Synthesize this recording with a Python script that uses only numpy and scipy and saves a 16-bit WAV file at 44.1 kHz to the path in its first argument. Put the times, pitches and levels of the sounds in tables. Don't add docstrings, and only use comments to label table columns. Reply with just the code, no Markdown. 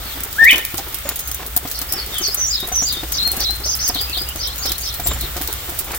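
import sys
import numpy as np
from scipy import signal
from scipy.fft import rfft, irfft
from scipy.io import wavfile
from scipy.ndimage import uniform_filter1d

SR = 44100
rng = np.random.default_rng(int(sys.argv[2]) if len(sys.argv) > 2 else 0)


def store_pcm(level_fs):
    pcm = np.round(np.clip(level_fs, -1, 1) * 32767).astype(np.int16)
    wavfile.write(sys.argv[1], SR, np.atleast_2d(pcm).T)


def gain_from_db(level_db):
    decades = np.asarray(level_db, float) / 20
    return 10 ** decades


N = 263701

# time in seconds, pitch in Hz, level in dB.
QUAIL_WHISTLE = [
    [(.355, 1254, -44), (.379, 1447, -35), (.386, 1610, -19.5), (.397, 1752, -10), (.403, 1763, -8.5),
     (.43, 1827, -3.5), (.447, 1840, -9.5), (.462, 1973, -9.5), (.48, 2257, -6), (.49, 2487, -8),
     (.497, 2670, -15)],
    [(.489, 3730, -28), (.494, 3565, -14.5), (.501, 3090, -17.5), (0.509, 2970, -6.5), (.515, 2900, -48)],
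]
# start in seconds, pitch factor (a plain ratio), level in dB.
FINCH_SYLLABLES = [ ([(0, 6250, 0), (.012, 4470, 2.5), (.025, 4220, -11), (.04, 4370, -15)],
                   [(1.74, 0.97, -33.5)]), ([(0, 4700, -6), (.02, 5260, -4), (.065, 5310, -7),
                   (.08, 4950, -7), (.1, 4350, 1), (.115, 4200, -5), (.13, 4400, -23)],
                   [(1.885, 1.03, -29.5)]), ([(0, 3850, -4), (.025, 3470, -1), (.055, 3100, -5.5),
                   (.075, 3340, -21), (.09, 3470, -23)], [(2.122, 0.97, -29.5)]), ([(0, 6700, -11),
                   (.015, 6250, -2), (.035, 4550, 2), (.055, 4176, -8), (.07, 4830, -7), (.09, 5150, -5),
                   (.1, 5040, -21)], [(2.205, 1.001, -24)]), ([(0, 6266, -1), (.03, 5950, -1.5),
                   (.065, 5600, -7), (.085, 6240, -4), (.1, 6800, 2), (.115, 7400, -8), (.125, 7240, -14)],
                   [(2.37, 1, -24), (2.722, 0.99, -22.5)]), ([(0, 4700, -14), (.018, 5210, 6),
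                   (.03, 4700, -4.5), (.05, 3906, -3.5), (.07, 3300, -17), (.09, 3700, -11.5),
                   (.115, 3910, -4.5), (.125, 3800, -26)], [(2.497, 0.99, -24), (2.852, 0.95, -26)]),
                   ([(0, 7400, -16), (.018, 6150, -5), (.03, 4800, 0.5), (.04, 3500, -19), (.06, 3200, -15),
                   (.07, 3930, 2.5), (.085, 4227, -2.5), (.15, 4270, -1.5), (.175, 4210, -12)],
                   [(3.115, 1, -23)]), ([(0, 7000, -24), (.018, 5890, -3), (.03, 4600, 1.5),
                   (.04, 3500, -8), (.06, 3200, -18), (.07, 3900, 2), (.09, 4150, -2), (.125, 4150, -15),
                   (.15, 4200, -14)], [(3.38, 1.001, -23.5)]), ([(0, 2600, -7), (.02, 2840, -3.5),
                   (.035, 3200, -11)], [(4.072, .95, -33.5), (4.26, 1.03, -33)]), ([(0, 3790, -12),
                   (.012, 5250, -2), (.03, 6210, -6.5), (.06, 6300, -9), (.068, 5330, 0),
                   (.078, 4500, -7.5), (.09, 4700, -24)], [(3.633, 1.025, -21), (3.787, 1.03, -21.5)]),
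                   ([(0, 4500, 2), (.01, 3890, 1.5), (.025, 3105, -3.5), (.038, 3840, -20),
                   (.048, 4850, 0.5), (.085, 4990, -9.5), (.1, 4950, -24)], [(3.942, 0.99, -26.5),
                   (4.128, 1, -26.5)]), ([(0, 7100, 5), (.015, 6500, -1), (.04, 6300, -5),
                   (.05, 6300, -16)], [(4.357, 0.93, -39), (4.58, 0.99, -34), (4.787, 0.97, -37)]),
                   ([(0, 4100, -13), (.025, 5000, 3.5), (.04, 5800, -0.5), (.047, 4200, 0.5),
                   (.065, 3100, -5), (.09, 3600, -14), (.11, 4160, -5.5), (.125, 4370, -18)],
                   [(4.385, 1.001, -29), (4.61, 1, -29), (4.813, 1.02, -31.5)]), ([(0, 7400, 5),
                   (.025, 7330, 0), (.06, 7250, -7), (.08, 7220, 2)], [(5.035, 1.002, -31.5),
                   (5.575, 1.001, -47)]), ([(0, 4510, -2), (.015, 3900, -0.5), (.035, 3200, -14),
                   (.05, 3600, -13)], [(5.065, 0.9, -33), (5.2, 0.99, -32), (5.47, 1.001, -38)]),
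                   ([(0, 3800, -14), (.04, 4600, -7), (.075, 4300, 0), (.1, 3360, 0), (.12, 3200, -16)],
                   [(.005, 1.001, -41)]), ([(0, 7670, 1), (.1, 7420, -5), (.2, 7150, 0), (.3, 6750, -3)],
                   [(1.03, 0.91, -42)]), ]
# start in seconds, peak in dB, dull body against the fizz in dB.
LEAF_DROPS = [(0.0533, -19.5, -26), (0.204, -15, -24), (0.2345, -10, -37), (0.3272, -13, -21),
              (0.3621, -36, -18), (0.4417, -5.5, -17.5), (0.508, -6.5, -16.5), (0.529, -8, -16),
              (0.557, -10, -15), (0.5793, -6, -19.5), (0.6494, -7, -22), (0.7422, -13, -20),
              (0.779, -10.5, -10), (0.9226, -22, -14), (0.9438, -8, -21), (1.0895, -5, -18),
              (1.1568, -12.5, -30), (1.1911, -11, -33), (1.274, -13, -21), (1.3126, -8, -19),
              (1.4626, -14.5, -20), (1.5635, -0.5, -25.5), (1.6736, -18, -13), (1.7128, -8.5, -18),
              (1.7575, -16.5, -18), (1.7883, -9, -26), (1.8142, -9, -16.5), (1.8901, -20, -20),
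              (1.9226, -3.5, -28), (2.0597, -16.5, -24), (2.1425, -14, -19.5), (2.2144, -18, -22),
              (2.277, -13, -20), (2.3281, -24, -20), (2.3468, -26, -25), (2.382, -24, -22),
              (2.4743, -30, -20), (2.6003, -12, -20), (2.6867, -14, -21), (2.7207, -18.5, -20),
              (2.7555, -14, -26), (2.8828, -16, -16), (2.9243, -7.5, -21), (3.0345, -19, -20),
              (3.0845, -21, -25), (3.1204, -7.5, -18.5), (3.2326, -16, -23), (3.275, -6, -23),
              (3.316, -4, -31), (3.3657, -11, -26), (3.403, -6, -17), (3.5054, -14.5, -20),
              (3.75, -7, -21.5), (3.8774, -6, -27), (3.9467, -9.5, -23), (4.0113, -10.5, -23),
              (4.0961, -14, -15), (4.1744, -16.5, -18), (4.2183, -13, -22), (4.2663, -24, -23),
              (4.2876, -12.5, -30), (4.3585, -15, -19.5), (4.472, -13, -23), (4.558, -16, -20),
              (4.579, -16, -18), (4.6239, -21, -20), (4.6558, -11.5, -19), (4.694, -9, -20),
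              (4.7174, -6.5, -14.5), (4.781, -10.5, -19.5), (4.8115, -20, -22), (4.8738, -19, -24),
              (4.9402, -11.5, -23), (4.998, -13, -16), (5.063, -12, -20), (5.0698, -4.5, -22),
              (5.1322, -16, -24), (5.2083, -11.5, -20.5), (5.3652, -15, -13), (5.4124, -13, -16),
              (5.42, -9.5, -22), (5.474, -10, -16), (5.5257, -9.5, -26), (5.5777, -35, -23),
              (5.6935, -14.5, -24), (5.7224, -33, -20), (5.7703, -22, -18), (5.7885, -8.5, -27),
              (5.9174, -15, -16), (5.9618, -28, -17)]
# start in seconds, peak in dB, upper tone against lower in dB,
# lower tone in Hz, upper tone in Hz.
COVER_DROPS = [(0.174, -24, 2, 324, 791), (0.26, -27, -3, 410, 721), (0.42, -20, 9, 312, 763),
               (0.528, -25.5, -3, 296, 764), (0.553, -22, 4, 340, 703), (0.742, -18.5, 0, 340, 714),
               (0.788, -19, 15, 304, 795), (1.055, -22, 12, 326, 570), (1.402, -24, 0, 427, 735),
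               (1.567, -20, 10, 290, 722), (1.653, -19, 6, 278, 719), (1.815, -25, 3, 290, 725),
               (1.92, -28, 9, 343, 620), (1.939, -22.5, 2, 336, 773), (2.212, -20, -7, 352, 724),
               (2.284, -24, 0, 403, 657), (2.378, -26, 6, 404, 590), (2.63, -21, 2, 384, 750),
               (2.719, -18, 10, 273, 734), (2.823, -18.5, 2, 280, 711), (3.033, -19.5, -5, 324, 724),
               (3.272, -23.5, 3, 297, 760), (3.336, -23, 3, 424, 770), (3.376, -23.5, 3, 255, 705),
               (3.496, -25.5, 9, 423, 797), (3.662, -23, 2, 420, 616), (3.897, -17, 10, 280, 728),
               (3.956, -19.5, 0, 283, 715), (4.1, -29, 3, 344, 603), (4.173, -23, 3, 357, 716),
               (4.357, -23.5, 0, 323, 611), (4.654, -23, 1, 345, 770), (4.705, -26, 1, 340, 770),
               (4.998, -18, 6, 287, 712), (5.06, -18, 12, 350, 694), (5.364, -20, 4, 340, 719),
               (5.41, -19.5, 5, 306, 760), (5.5, -27, 1, 427, 584), (5.69, -23, -5, 342, 705),
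               (5.722, -26, 1, 290, 720)]
# frequency in Hz, density in dB per Hz.
RAIN_COLOUR = [(53, -24), (90, -12), (124, -8), (221, -14.5), (311, -11.5), (510, -11.5), (718, -11.5),
               (990, -12.5), (1310, -9.5), (2650, -13), (3730, -11.5), (4620, -15.5), (12100, -20),
               (15000, -13)]
# time in seconds, level in dB.
PATTER_LEVEL = [
    (0.0, -45),
    (0.6, -27),
    (0.78, -36),
    (3.43, -34),
    (3.61, -30.5),
    (4.36, -47),
    (4.66, -34),
    (5.46, -43),
    (5.98, -31),
]
# time in seconds, level in dB.
RUMBLE_LEVEL = [
    (0.0, -24),
    (0.05, -35.5),
    (2.58, -34),
    (3.41, -31.5),
    (5.01, -31.5),
    (5.09, -20.5),
    (5.4, -33),
    (5.9, -32),
    (5.98, -34),
]
# start in seconds, length in seconds, level in dB.
WATER_HEAPS = [
    (0.523, 0.088, -32),
    (1.054, .08, -33.5),
    (1.39, .08, -39),
    (3.331, 0.12, -37.5),
    (4.64, .1, -39.5),
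    (5.053, 0.15, -37),
    (5.353, .06, -45),
    (5.86, 0.11, -36),
]
WALL_S = 0.0406


def level(x, db):
    return x * gain_from_db(db) / np.sqrt(np.mean(x ** 2))


def band(x, lo_hz, hi_hz, order=2):
    edges_hz = [lo_hz, min(hi_hz, .47 * SR)]
    return signal.sosfilt(signal.butter(order, edges_hz, "bandpass", fs=SR, output="sos"), x)


def walk(rate, size=N):
    hold = max(int(SR / rate), 1)
    values = rng.standard_normal(size // 8 + 1)[:size // hold + 1]
    steps = np.repeat(values, hold)
    smooth = uniform_filter1d(uniform_filter1d(steps, hold), hold)
    return 1.58 * smooth[:size]


def curve(table):
    return np.interp(np.arange(N) / SR, *np.transpose(table))


def add(out, x, s):
    i = max(int(s * SR), 0)
    out[..., i:i + x.shape[-1]] += x[..., :N - i]


def fizz(spray, low_db):
    return band(spray, 12830, 19500, order=1) + gain_from_db(low_db) * band(spray, 7510, 16900)


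def whistle(rows, second_db):
    s, hz, db = np.transpose(rows)
    t = np.arange(s[0], s[-1], 1 / SR)
    pitch = uniform_filter1d(np.interp(t, s, hz), size=90)
    phase = 2 * np.pi * np.cumsum(pitch) / SR
    fade = np.clip(np.minimum(t - s[0], s[-1] - t) / 0.001, 0, 1)
    tone = np.sin(phase) + gain_from_db(second_db) * np.sin(2 * phase)
    return np.sqrt(2) * fade * gain_from_db(np.interp(t, s, db)) * tone


def thicket(x, pan_db, lag, near_db, wall_db, smear_db, smear_t60, tail_db, t60, alike, leaf_hz):
    t = np.arange(SR // 2) / SR
    leaves = gain_from_db(near_db - 60 * t / 0.1) * (t > .002)
    smear = gain_from_db(smear_db - 60 * np.abs(t - WALL_S) / smear_t60)
    tail = gain_from_db(tail_db - 60 * t / t60) * (t > .01)
    mid, side = rng.standard_normal((2, len(t)))
    shape = (leaves + smear + tail) * gain_from_db(4.3 * walk(350, size=len(t)))
    scatter = np.sqrt(alike) * mid + np.sqrt(1 - alike) * side * np.array([[1], [-1]])
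    response = band(shape * scatter, leaf_hz, 8900, order=1)
    response += gain_from_db(wall_db) * np.sinc((t - WALL_S) * SR)
    response[0, 0], response[1, lag] = gain_from_db(pan_db / 2), gain_from_db(-pan_db / 2)
    return signal.fftconvolve(x[None], response, axes=1)[:, :N]


def rumble():
    mid, side, low = rng.standard_normal((3, N))
    note = level(band(mid, 52.4, 69), -2.0) + level(band(low, 18.6, 105.4), -7.5)
    side = level(band(side, 25, 160), -17.5)
    return np.array([note + side, note - side]) * gain_from_db(curve(RUMBLE_LEVEL))


def rain():
    f = np.maximum(np.arange(N // 2 + 1) * SR / N, 1)
    hz, db = np.transpose(RAIN_COLOUR)
    colour = gain_from_db(np.interp(np.log(f), np.log(hz), db))
    mid, side = rfft(rng.standard_normal((2, N))) * colour
    side = side * np.clip(f / 2900.0, .08, 1) ** 0.37
    out, swell = 0, walk(3.124)
    for k in np.arange(18, 43, 2):
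        share = np.clip(1 - np.abs(3 * np.log2(f) - k) / 2, 0, 1) ** .5
        m, d = irfft([mid * share, side * share], N)
        out = out + gain_from_db(.7 * swell + 1.4 * walk(22)) * np.array([m + d, m - d])
    return level(out, -30.5)


def patter():
    chance = rng.random((2, N))
    clicks = (chance[0] < 120. / SR) * gain_from_db(-4.5 * np.log(chance[1]))
    fade_s = 0.0067
    spray = signal.lfilter([1], [1, -np.exp(-1 / (fade_s * SR))], clicks) + 0.25
    noise = rng.standard_normal((3, N))
    noise = (0.1 * noise[0] + 2.8 * noise[1:]) * spray
    drops = fizz(noise, low_db=5.0) + gain_from_db(-17) * band(noise, 900, 7000, order=1)
    return level(drops, -1.8) * gain_from_db(curve(PATTER_LEVEL))


def drums():
    out, rustle, t = np.zeros(N), np.zeros(N), np.arange(SR // 8) / SR
    ring = gain_from_db(-60 * t / 0.068)
    faint = rng.random((70, 5)) * [N / SR, 9, 12, 240, 500] + [0, -34, -7.5, 241, 490]
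    for s, db, upper_db, hz, upper_hz in [*COVER_DROPS, *faint]:
        ragged, wet = rng.standard_normal((2, len(t)))
        push = (1 + 2.4 * ragged[:400]) * np.exp(-t[:400] / 0.0011)
        modes = ring * (np.sin(2 * np.pi * hz * t) + gain_from_db(upper_db) * np.sin(2 * np.pi * upper_hz * t))
        hit = signal.fftconvolve(push, modes)[:len(t)]
        add(out, gain_from_db(db) * hit / np.abs(hit).max(), s - .002)
        add(rustle, gain_from_db(db + 1 - 60 * t / 0.1) * wet, s)
    for s, length, db in WATER_HEAPS:
        heap = rng.standard_normal(len(t)) * gain_from_db(5.0 * walk(90, size=len(t)))
        fade = np.clip(t / 0.0051, 0, 1) * np.clip((length - t) / 0.019, 0, 1)
        add(rustle, level(heap, db + 15) * fade, s)
    out = out + band(rustle, 220, 1440, order=1)
    side = gain_from_db(-13.5) * band(np.roll(out, 260), 200, 2000)
    return out + np.array([side, -side])


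def splats():
    bright, body, t = np.zeros((2, N)), np.zeros((2, N)), np.arange(SR // 8) / SR
    landing = 0.093 * np.exp(-((t - .014) / 0.0025) ** 2)
    burst = gain_from_db(-60 * t / 0.019) + 0.54 * gain_from_db(-60 * t / .1) + landing
    burst = burst * np.clip(t / 0.0014, 0, 1)
    for s, db, body_db in LEAF_DROPS:
        noise = rng.standard_normal((3, len(t)))
        pan_db = 3.4 * noise[0, 0]
        grains = gain_from_db(3.0 * walk(580, size=len(t)))
        spray = (0.39 * noise[0] + 2.3 * noise[1:]) * grains * burst
        side_db = np.array([[pan_db], [-pan_db]]) / 2
        spray = spray / np.abs(spray).max() * gain_from_db(db + 3 + side_db)
        add(bright, spray, s)
        add(body, gain_from_db(body_db + 14) * spray, s)
    dull = band(body, 3560, 9200) + gain_from_db(-5.5) * band(body, 1100, 5300, order=1)
    return fizz(bright, low_db=-3) + dull


def finch():
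    voice = np.zeros(N)
    for shape, uses in FINCH_SYLLABLES:
        for s, factor, db in uses:
            syllable = whistle(np.multiply(shape, [1, factor, 1]), second_db=-45)
            add(voice, gain_from_db(db - 1.0) * syllable, s)
    return thicket(voice, pan_db=3.5, lag=1, near_db=-24, wall_db=-20, smear_db=-31.5, smear_t60=0.055,
                   tail_db=-31.5, t60=0.43, alike=0.49, leaf_hz=2010)


def quail():
    voice = np.zeros(N)
    for part in QUAIL_WHISTLE:
        add(voice, whistle(part, second_db=-34), part[0][0])
    return thicket(voice, pan_db=4.2, lag=0, near_db=-26, wall_db=-8, smear_db=-31.5, smear_t60=0.085,
                   tail_db=-36, t60=0.59, alike=0.62, leaf_hz=3200)


def scene():
    return quail() + finch() + splats() + drums() + rain() + patter() + rumble()


def roll_off(x):
    return signal.sosfilt(signal.butter(12, 16610, fs=SR, output="sos"), x)


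def record(dry):
    wet = np.array([dry[0], np.roll(dry[1], 2)])
    port_hz, port_width_hz, port_db = 14640, 1000, -1.5
    peak = signal.iirpeak(port_hz, port_hz / port_width_hz, fs=SR)
    wet = wet + gain_from_db(port_db) * signal.lfilter(*peak, wet)
    wet = signal.sosfilt(signal.ellip(8, .2, 50, 16200, fs=SR, output="sos"), wet)
    return roll_off(np.clip(wet, -1, 1))


dry = scene()
out = record(dry)
store_pcm(out)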